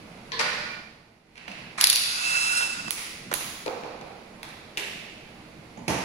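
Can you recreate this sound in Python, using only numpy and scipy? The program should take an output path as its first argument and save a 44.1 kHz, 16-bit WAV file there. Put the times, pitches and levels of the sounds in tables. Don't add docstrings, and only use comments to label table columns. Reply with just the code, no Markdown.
import sys
import numpy as np
from scipy import signal
from scipy.io import wavfile
from scipy.ndimage import uniform_filter1d

SR = 44100
rng = np.random.default_rng(int(sys.argv[2]) if len(sys.argv) > 2 else 0)


def put_to_file(sound):
    columns = np.atleast_2d(sound).T
    safe = np.clip(columns, -1, 1)
    whole_steps = np.round(safe * 32767)
    wavfile.write(sys.argv[1], SR, whole_steps.astype(np.int16))


def voltage_ratio(level):
    return 10 ** (np.asarray(level, float) / 20)


N = 266584


def evened(x):
    return x / np.sqrt(np.mean(x ** 2) + 1e-20)


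def read(points, hz):
    f, value = np.transpose(points)
    return np.interp(np.log(hz + 1), np.log(f + 1), value)


def coloured(x, points):
    hz = abs(np.fft.fftfreq(4096, 1 / SR))
    level = np.log(voltage_ratio(np.maximum(read(points, hz), -90)))
    taps = np.fft.ifft(np.exp(level - 1j * signal.hilbert(level).imag)).real[:2048]
    return signal.oaconvolve(x, taps / np.linalg.norm(taps))[:len(x)]


def resonate(x, hz, width):
    turn = np.exp(2j * np.pi * np.cumsum(hz * np.ones(len(x))) / SR)
    r = np.exp(-np.pi * width / SR)
    return 2 * (turn * signal.lfilter([1 - r], [1, -r], x / turn)).real


def spread(rows):
    s, *columns = np.transpose(rows)
    t = np.arange(N) / SR
    gate = np.interp(t, [s[0], s[0] + .03, s[-1] - .015, s[-1]], [0, 1, 1, 0])
    return gate, *(np.interp(t, s, c) for c in columns)


def stroke(start, length, first_db, last_db):
    gate, db = spread([(start, first_db), (start + length, last_db)])
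    return gate * voltage_ratio(db)


def bumps(rows):
    t = np.arange(N) / SR
    return sum(height * np.exp(-((t - s) / half) ** 2) for s, half, height in rows)


# [f/Hz, correlation]
PORT_LIKENESS = [(60, 0.94), (180, 0.97), (550, 0.55), (1650, 0.018), (4970, 0.035), (15000, 0.018)]


def ports(frames, size):
    hz = np.fft.rfftfreq(size, 1 / SR)
    a, b, c, d = rng.standard_normal((frames, len(hz), 4)).T
    same = np.clip(read(PORT_LIKENESS, hz), -1, 1)[:, None]
    left = a + 1j * b
    right = same * left + np.sqrt(1 - same ** 2) * (c + 1j * d)
    return hz, np.array([left, right])


def heard(x, pan_db, echo_db, send=None, path=0):
    out = np.zeros((5, len(x)))
    lagged = np.roll(x, 14)
    out[:2] = np.array([x, lagged]) * voltage_ratio([[pan_db / 2], [-pan_db / 2]])
    out[2 + path % 3] = (x if send is None else send) * voltage_ratio(echo_db)
    return out


def knocks(rows, colour, ring=(), ring_db=0, blow_db=0, pan_db=-3.5, bright_db=1.1):
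    out, t = np.zeros((5, N)), np.arange(SR // 2) / SR
    click = coloured(1. * (t == 0), colour)
    aimed = [(hz, level + bright_db * np.log2(hz / 3000)) for hz, level in colour]
    ringing = [voltage_ratio(ring_db + mode_db - 60 * t / t60) * np.exp(2j * np.pi * hz * t)
               for hz, mode_db, t60 in ring]
    ringing = np.reshape(ringing, (len(ring), len(t)))
    burst_len = SR // 8
    for k, (s, db, echo_db, ms) in enumerate(rows):
        u = t / (ms / 1000)
        bursts = [coloured((n * u * np.exp(-2 * u))[:burst_len], aimed)
                  for n in rng.standard_normal((2, len(t)))]
        shared, own = np.pad(bursts, ((0, 0), (0, len(t) - burst_len)))
        scale = 1 / abs(shared).max()
        phases = np.exp(2j * np.pi * rng.random(len(ring)))
        modes = (phases @ ringing).imag * np.tanh(u)
        send = click * np.linalg.norm(scale * shared) + modes
        sound = heard(scale * shared + modes, pan_db, echo_db, send, path=k)
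        sound[0] += .8 * scale * own * voltage_ratio(pan_db / 2)
        part = out[:, round(s * SR):][:, :len(t)]
        part += voltage_ratio(db + blow_db) * sound[:, :part.shape[1]]
    return out


# [f/Hz, density/dB per Hz]
HUM_COLOUR = [(12, -25.5), (20, -9.5), (91, -10.5), (157, -6), (240, -3), (271, -13), (359, -10.5),
              (584, -11.5), (633, -11), (1050, -16), (2500, -21.5), (3250, -40.5), (5500, -120)]
HISS_COLOUR = [(1180, -85), (2000, 0.5), (2720, -1), (3600, -4), (4550, -3), (5100, -6.5), (8330, -17),
               (10700, -14), (11900, -22), (15100, -26.5), (16200, -36)]


def patchy_noise(points, level_db, patchy_db):
    hz, z = ports(N // 512 + 5, 2048)
    patches = uniform_filter1d(rng.standard_normal(z.shape[1:]), 12, 0)
    patches = evened(uniform_filter1d(patches, 8, 1))
    z = z * voltage_ratio(read(points, hz)[:, None] + patchy_db * patches)
    return voltage_ratio(level_db) * evened(signal.istft(z, nperseg=2048, noverlap=1536)[1][:, :N])


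def hum():
    return patchy_noise(HUM_COLOUR, -42, patchy_db=1.2) + patchy_noise(HISS_COLOUR, -49.5, patchy_db=.6)


# [f/Hz, level/dB]
DRONE_LINES = [(60, -66.5), (119, -59), (156, -56.5), (235, -85), (315, -53.5), (464, -60.5)]


def drone():
    return sum(voltage_ratio(db) * evened(resonate(rng.standard_normal(N), hz, 11.0)) for hz, db in DRONE_LINES)


LATCH = [
    (0.3185, -17, -10.5, 2.7),
    (.324, -33.5, -15.5, 3.64),
]
LATCH_COLOUR = [(180, -100), (300, -34.5), (452, -11.5), (658, -36.5), (1060, 7), (1270, -14), (1910, 0),
                (2560, -6.5), (4320, 2.5), (7670, -28.5), (8600, -27), (15000, -43.5)]
LATCH_RING = [(465, -3, .22), (960, -5, .1), (1060, -6, .08), (1730, 3, .1), (1900, -2, .15)]


def latch():
    return knocks(LATCH, LATCH_COLOUR, LATCH_RING, ring_db=-19.5, pan_db=8.5)


# [f/Hz, t60/s]
GARAGE_T60 = [(100, 0.58), (250, 0.93), (660, 1.215), (1740, 1.36), (4590, 1.363), (10500, 0.82),
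              (13000, 0.95), (16000, 0.9) ]


def garage(x):
    hz, z = ports(2 * SR // 128, 512)
    t = np.arange(z.shape[2]) * 128 / SR
    decay = voltage_ratio(-60 * t / read(GARAGE_T60, hz)[:, None])
    tail = signal.istft(z * decay, nperseg=512, noverlap=384)[1]
    t = np.arange(tail.shape[1]) / SR
    tail = tail * np.clip((t - .003) / .006, 0, 1)
    tail = tail / np.sqrt(np.mean(tail[:, :SR // 10] ** 2)) / 8
    return signal.fftconvolve(x[None], tail, axes=1)[:, :N]


JACK = [
    (.389, -16.5, -6.5, 14.4),
    (.395, -13, -14, 1.2),
    (.408, -18, -28, 5.5),
    (.44, -35, -6, 2.3),
]
JACK_COLOUR = [(120, -27), (200, -47), (300, -39), (467, -5), (650, -10), (950, -5.5), (1460, -4),
               (1780, -3.5), (2450, -2.5), (3300, -10), (4810, -7.5), (7800, -22.5), (10800, -25),
               (15000, -49.5)]
JACK_RING = [(236.5, -14, 1), (472, -0.5, 0.1), (601, -3.5, 0.24), (942, 1, 0.072), (1152, -0.5, 0.12),
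             (1461, 1, 0.29), (1826, -0.5, 0.21), (1805, -4, 0.32), (2000, -10, .3), (2363, -7, 0.33),
             (1850, -9, .3), (2503, -10, 0.28), (4254, -10.5, 0.52), (4760, -3, 0.2)]


def jack():
    return knocks(JACK, JACK_COLOUR, JACK_RING, ring_db=-19.5, pan_db=16.0, bright_db=0.0)


# [t/s, length/s, first level/dB, last level/dB, f/Hz]
SQUEAKS = [
    (.69, .2, -36, -42, 2362),
    (.72, .15, -41, -46, 1812),
    (.62, .1, -42, -44, 1437),
    (.6, .08, -39, -42, 1790),
]


def squeak():
    tones = sum(stroke(*row) * evened(resonate(rng.standard_normal(N), hz, 6)) for *row, hz in SQUEAKS)
    return heard(tones, 0.47, -35.5)


FITTING = [
    (1.355, -33.5, -10, 2.6),
    (1.371, -36, -30, 1.7),
    (1.377, -26, -17, 3.3),
    (1.478, -26, -16, 5.5),
    (1.5145, -31, -18, 3.7),
]
FITTING_COLOUR = [(180, -14), (300, -11), (490, -19), (726, -4.5), (801, -13), (943, -8), (1310, -9),
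                  (2690, -0.5), (3440, -11), (4390, -9.5), (8320, -27), (10800, -26), (15000, -82)]
RIM_RING = [(710, -3, 0.13), (2590, -0.5, .3), (2700, 2, 0.31)]


def fitting():
    return knocks(FITTING, FITTING_COLOUR, RIM_RING, ring_db=-27.5, blow_db=7.5)


DRAGS = [
    (1.465, 0.27, -40, -51),
    (2.754, 0.14, -40.5, -33.5),
    (3.23, 0.089, -37, -35),
    (4.9, 0.096, -49, -49),
    (5.764, 0.214, -32.5, -48),
]
DRAG_COLOUR = [(29, -55), (50, -42), (100, -8), (222, -4), (367, -18), (455, -34), (479, -25), (651, -22),
               (1200, -55), (1560, -55), (2640, -120)]


def drags():
    lumps = voltage_ratio(2.2 * evened(uniform_filter1d(rng.standard_normal(N), 500)))
    judder = evened(coloured(rng.standard_normal(N) * lumps, DRAG_COLOUR))
    return heard(judder * sum(stroke(*row) for row in DRAGS), 0.055, -61.5)


RIM_KNOCK = [
    (1.478, -30, -30, 6),
    (1.498, -33, -30, 8),
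    (1.585, -38, -30, 8),
    (1.52, -36, -30, 6),
]
RIM_KNOCK_COLOUR = [(80, -31), (200, 1), (330, -11.5), (720, -5), (1200, -17.5), (4000, -40.5)]
RIM_KNOCK_RING = [(716, -2.5, 0.26), (207, -1, 0.27)]


def rim_knock():
    return knocks(RIM_KNOCK, RIM_KNOCK_COLOUR, RIM_KNOCK_RING, ring_db=-9.5, blow_db=4.0)


TAP = [
    (1.528, -36, -25, 1),
    (3.6615, -22, -25, 1.5),
    (4.0115, -33, -25, 1.5),
]
TICK = [
    (4.4298, -18.5, -14.5, 1.96),
    (4.4544, -43, -12, 1.7),
    (4.4894, -28, -14.5, 1.5),
]
TICK_COLOUR = [(290, -22.5), (500, -11), (678, 9.5), (855, 8), (1300, 6.5), (2690, 8.5), (3020, -2),
               (3390, 8), (7980, -9.5), (10700, -7), (16000, -25)]


def taps_and_ticks():
    return knocks(TAP, TICK_COLOUR) + knocks(TICK, TICK_COLOUR)


TRIGGER = [
    (1.772, -35.5, 6.5, 10),
    (1.7828, -15, -27, 1.6),
    (1.795, -30, 5, 13),
    (1.833, -13, -43, 1.6),
]
TRIGGER_COLOUR = [(290, -42.5), (500, -23), (1000, -1), (1350, 0), (1750, 1), (2500, 1), (3090, -12),
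                  (4050, -1), (4470, -7), (9790, -10.5), (15000, -45)]


def trigger():
    return knocks(TRIGGER, TRIGGER_COLOUR, bright_db=-8.5)


HAMMER = [
    -6.5,
    -2.5,
    -4,
    -3,
    -7,
    -4,
]
HAMMER_COLOUR = [(200, -12.5), (500, -15), (795, -8.5), (893, -36), (988, -7), (1280, -34), (1400, -15),
                 (1840, -5), (2730, 2.5), (3110, -0.5), (4600, 8.5), (6300, -3.5), (8210, -7.5), (10700, 1),
                 (12300, -9.5), (14200, -15), (16000, -22.5)]
ANVIL_RING = [(2370, -10.5, 0.5), (2790, -16, 0.5), (3240, -32.5, 0.63), (3540, 7, 0.14), (3950, -24, 0.61),
              (3980, -11.5, 1.7), (4823, -31.5, 10), (6800, -15, 4.3), (6860, -42, 5.0), (8900, -18, 2.8),
              (10170, -8, 1.2), (11200, 17, .03), (10500, 17, .025), (4600, 18, .03), (5900, 14, .02) ]


def hammer():
    first_s, blows_per_s, blow_ms, echo_db = 1.8106, 34.0, 2.3, -24.5
    rebound_s, rebound_db = .0085, -13
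    rows = [(first_s + k / blows_per_s, db, echo_db - db, blow_ms) for k, db in enumerate(HAMMER)]
    rows += [(s + rebound_s, db + rebound_db, echo, ms) for s, db, echo, ms in rows]
    return knocks(rows, HAMMER_COLOUR, ANVIL_RING, ring_db=-31.5, blow_db=9.5, pan_db=0.0, bright_db=2.6)


# [t/s, gear mesh f/Hz, drive level/dB]
WHIRR = [
    (1.97, 2564, -32),
    (2.2, 2582, -29),
    (2.255, 2648, -25),
    (2.38, 2640, -22.5),
    (2.52, 2665, -24),
    (2.6, 2698, -23),
    (2.7, 2640, -29),
    (2.8, 2656, -37.5),
    (2.91, 2627, -39),
]
# [multiple, level/dB]
MESH = [(1.5, 4), (2, 11), (2.5, -5), (3, 13), (4, 3), (3.96, -1)]
# [f/Hz, density/dB per Hz]
RUSH_COLOUR = [(290, -23), (500, -20), (1070, -10.5), (1440, -3), (1700, -10.5), (2360, -7), (2710, 0.5),
               (3080, -12), (5260, -3.5), (5720, -12.5), (6680, -6), (8490, -16), (10800, -13.5),
               (12000, -24), (13700, -24), (15500, -28)]
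# [middle t/s, half length/s, level/dB]
LEANS = [
    (2.199, 0.027, -41),
    (2.284, 0.019, -48),
    (2.363, 0.051, -39.5),
    (2.523, 0.038, -41.5),
    (2.605, 0.036, -37),
    (2.776, 0.037, -46),
]
# [middle t/s, half length/s, level/dB]
SLACK = [(2.29, .008, -4), (2.345, .008, -5), (2.374, .01, 3), (2.395, .007, -5), (2.43, .015, 2),
         (2.453, .009, -8), (2.541, .009, -13), (2.613, .012, -12), (2.638, .012, 3), (2.683, .012, -12),
         (2.703, .008, 4), (2.716, .004, -5), (2.729, .008, 5), (2.77, .02, -10), (2.803, .007, 4),
         (2.83, .014, -12)]


def whirr():
    gate, hz, drive_db = spread(WHIRR)
    t = np.arange(N) / SR
    let_go_s, engage_s = 2.642, 2.25
    coasting = np.clip((t - let_go_s) / 0.0061, 0, 1)
    throb_db = bumps(SLACK) - 9 * np.clip((engage_s - t) / 0.043, 0, 1)
    wander, swell, chatter = evened(uniform_filter1d(rng.standard_normal((3, N)), 600))
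    turns = np.cumsum(hz + 2.5 * wander) / SR
    mesh = np.sin(2 * np.pi * turns) * voltage_ratio(drive_db + throb_db + 6.5 + .8 * swell)
    loose_turns = turns + .025 * chatter
    overtones = sum(voltage_ratio(db) * np.sin(2 * np.pi * k * loose_turns) for k, db in MESH)
    thinning_db = -22 * abs(t - let_go_s + .06)
    mesh += overtones * voltage_ratio(drive_db - 9 + thinning_db + .4 * throb_db + 2 * chatter)
    anvil_tail = voltage_ratio(-28 - 20 * abs(t - WHIRR[0][0]))
    air = voltage_ratio(drive_db + 1 - 5.5 * coasting)
    rush = np.hypot(air, anvil_tail) * coloured(rng.standard_normal(N), RUSH_COLOUR)
    leaning = bumps([(s, half, voltage_ratio(db)) for s, half, db in LEANS])
    housing = voltage_ratio(14) * leaning * evened(resonate(rng.standard_normal(N), 1449, 23))
    whine = heard(gate * mesh, -3, -36)
    return whine + heard(gate * rush, -0.67, -23.5, path=1) + heard(gate * housing, -2.5, -34)


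NUT_FREE = [
    (2.605, -16, -15, 2.9),
    (2.613, -16, -19, 2.5),
    (2.623, -17, -20, 3),
]
NUT_FREE_COLOUR = [(240, -37), (400, 0), (928, 9), (1450, 3), (2190, 8), (2590, 5), (3570, 9), (5390, -14),
                   (7000, -9), (8800, -17), (10900, -18), (15500, -40)]


def nut_free():
    return knocks(NUT_FREE, NUT_FREE_COLOUR)


SLIP = [
    (2.879, -16, -46, 4),
    (3.313, -14, -24, 5.5),
    (3.326, -12.5, -33, 2.7),
    (3.3385, -16, -39, 4.8),
    (3.407, -29, -16, 3.6),
]
SLIP_COLOUR = [(60, -16), (150, -8), (600, -2), (1400, -3), (2000, -10), (4500, -20), (7000, -21),
               (15000, -41)]


def slip():
    return knocks(SLIP, SLIP_COLOUR)


SOCKET = [
    (2.9066, -6, -16, 1.2),
    (2.915, -17, -27, 0.6),
]
SOCKET_COLOUR = [(240, -22), (400, -38), (650, -26), (1180, -5.5), (1720, -13.5), (2380, 1), (2910, -7.5),
                 (6040, -3), (7800, -7.5), (9200, -5), (10600, -0.5), (12300, -15), (15500, -13),
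                 (16300, -16)]


def socket_click():
    return knocks(SOCKET, SOCKET_COLOUR, pan_db=-12.0)


GRIP = [
    (2.97, -29.5, 2, 1.8),
    (3.407, -21, -14, 4.9),
]
GRIP_COLOUR = [(59, -15), (100, -30), (1350, -4.5), (1590, -10), (1950, 3), (2660, 1.5), (3030, -1),
               (4970, -3.5), (8000, -12), (10400, -6), (17600, -120)]


def grip():
    return knocks(GRIP, GRIP_COLOUR, bright_db=-4.5)


DETENT = [
    (3.3386, -10.5, -10.5, 1.1),
    (3.3411, -15, -9.5, 1.0),
]
DETENT_COLOUR = [(240, -2), (400, -1), (529, -16), (589, -8), (779, -8), (968, -2), (2310, -3.5), (3510, 0),
                 (5860, -3.5), (6730, 1.5), (7990, -10), (10600, 2), (12500, -8.5), (15000, -10.5),
                 (16300, -7)]


def detent():
    return knocks(DETENT, DETENT_COLOUR, pan_db=-22)


SET_DOWN = [
    (3.6605, -13, -13, 3.9),
    (3.679, -14.5, -16, 1.6),
    (3.778, -27, -17, 3),
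    (3.835, -25, -6.5, 1.6),
    (4.011, -25, -13, 3.4),
    (4.052, -34, -2, 2),
]
SET_DOWN_COLOUR = [(88, -41), (150, -15), (409, -0.5), (525, 5), (578, -4), (728, 1), (1980, -17.5),
                   (2450, -12), (3030, -22.5), (4370, -19), (8100, -38.5), (10800, -63), (15000, -61)]


def set_down():
    return knocks(SET_DOWN, SET_DOWN_COLOUR, pan_db=8.5)


NUT = [
    (4.7725, -11.5, -14, 1.96),
    (4.7765, -12, -16.5, 3.8),
    (4.7955, -19, -16.5, 2.6),
]
NUT_COLOUR = [(120, -17), (200, -26), (340, -9), (432, -11), (509, -13), (623, -11), (1320, -15.5),
              (1710, -7), (2800, -2), (3310, -8.5), (8420, -20), (10900, -21), (14900, -31), (16000, -43)]
NUT_RING = [(407.6, -5.5, 0.14), (2816, -5, 0.1), (2560, 0.5, 0.065), (2330, -10, 0.15), (3650, -7, 0.15)]


def nut():
    return knocks(NUT, NUT_COLOUR, NUT_RING, ring_db=-18.5, pan_db=0.5)


TYRE = [
    (5.773, -26, -17.5, 4.5),
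    (5.789, -32, -16, 3.1),
]
TYRE_COLOUR = [(180, -51), (300, -3), (422, -4), (897, -1.5), (1500, -27), (1630, -15), (2880, -18),
               (5020, -40), (6680, -17), (9000, -54), (11700, -74), (19800, -120)]
TYRE_RING = [(222, 1, .35), (890, -6, .1), (6700, -24, .05)]


def tyre():
    return knocks(TYRE, TYRE_COLOUR, TYRE_RING, ring_db=-8.0)


WHEEL = [
    (5.8795, -8.5, -11.5, 3.8),
    (5.896, -20, -3, 5.2),
]
WHEEL_COLOUR = [(35, -54), (60, -5), (187, -0.5), (359, -4), (403, -8.5), (889, -8), (1520, -15.5),
                (2470, -12), (3670, -20.5), (6410, -18.5), (7720, -29), (10700, -25.5), (15500, -50)]
WHEEL_RING = [(162.4, -8, 0.26), (284, -6, 0.23), (675, 3, 0.082), (876, -3.5, 0.28)]


def wheel():
    return knocks(WHEEL, WHEEL_COLOUR, WHEEL_RING, ring_db=-17.5)


def scene():
    near = latch() + jack() + squeak()
    near += fitting() + drags() + rim_knock() + taps_and_ticks()
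    near += trigger() + hammer() + whirr() + nut_free()
    near += slip() + socket_click() + grip() + detent()
    near += set_down() + nut() + tyre() + wheel()
    room = hum() + drone()
    return near[:2] + sum(garage(path) for path in near[2:]) + room


def ducked(x, knee_db, share, fall_s, recover_db_per_s):
    power_db = 10 * np.log10(abs(uniform_filter1d((x ** 2).mean(0), size=600)) + 1e-12)
    creep = np.arange(N) * recover_db_per_s / SR
    held_db = np.maximum.accumulate(power_db + creep) - creep
    over_db = np.maximum(held_db - knee_db, 0)
    r = np.exp(-1 / (fall_s * SR))
    return x / voltage_ratio(share * signal.lfilter([1 - r], [1, -r], over_db))


def band_limit(x):
    return signal.sosfilt(signal.butter(12, 17160, fs=SR, output="sos"), x)


# [knee level/dB, share of the excess taken off, fall/s, recovery/dB per s]
DUCKING = [
    (-23, 0.15, 0.097, 37),
    (-19.5, 0.22, 0.057, 39.5),
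]
# [t/s, level/dB]
FADE = [
    (0.718, -5.5),
    (1.05, -15.5),
    (1.25, -19.5),
    (1.42, -13),
    (1.6, -7.5),
]
# [f/Hz, level/dB]
PORT_TILT = [(60, 0.5), (99, -0.5), (160, -2), (270, -2.5), (450, -5), (740, -7), (1220, -4), (2010, -8.5),
             (3330, -4.5), (5500, 3.5), (8000, 4.5), (10700, -13.5), (12500, -6), (15000, 0)]
# [f/Hz, level/dB]
TOP_LIFT = [(11500, 0.5), (13000, -1), (14800, 3), (15500, 6)]
# [from t/s, to t/s, edge f/Hz]
CLOSED_TOP = [
    (1.815, 1.835, 13000),
    (2.045, 2.575, 14500),
    (2.084, 2.575, 13500),
    (2.56, 2.895, 15100),
    (2.78, 2.89, 14200),
]


def record(dry):
    slow, quick = DUCKING
    s, db = np.transpose(FADE)
    fade = voltage_ratio(np.interp(np.arange(N) / SR, s, db))
    mix = ducked(ducked(dry, *slow), *quick) * fade
    hz, t, z = signal.stft(mix, SR, nperseg=1024)
    z = z * voltage_ratio(np.outer([.5, -.5], read(PORT_TILT, hz)))[..., None]
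    z = z * voltage_ratio(-34 * (hz > 15800))[:, None]
    for start, end, edge_hz in CLOSED_TOP:
        z = z * (1 - np.outer(hz > edge_hz, (t > start) & (t < end)))
    dropped = rng.random((len(hz) // 6 + 1, len(t) // 4 + 1)) < .2
    holes = np.kron(dropped, np.ones((6, 4)))[:len(hz), :len(t)]
    z = z * (1 - holes * (hz > 11800)[:, None])
    z = z * voltage_ratio(read(TOP_LIFT, hz))[:, None]
    mix = np.clip(signal.istft(z, SR, nperseg=1024)[1][:, :N], -1, 1)
    return band_limit(mix)


dry = scene()
out = record(dry)
put_to_file(out)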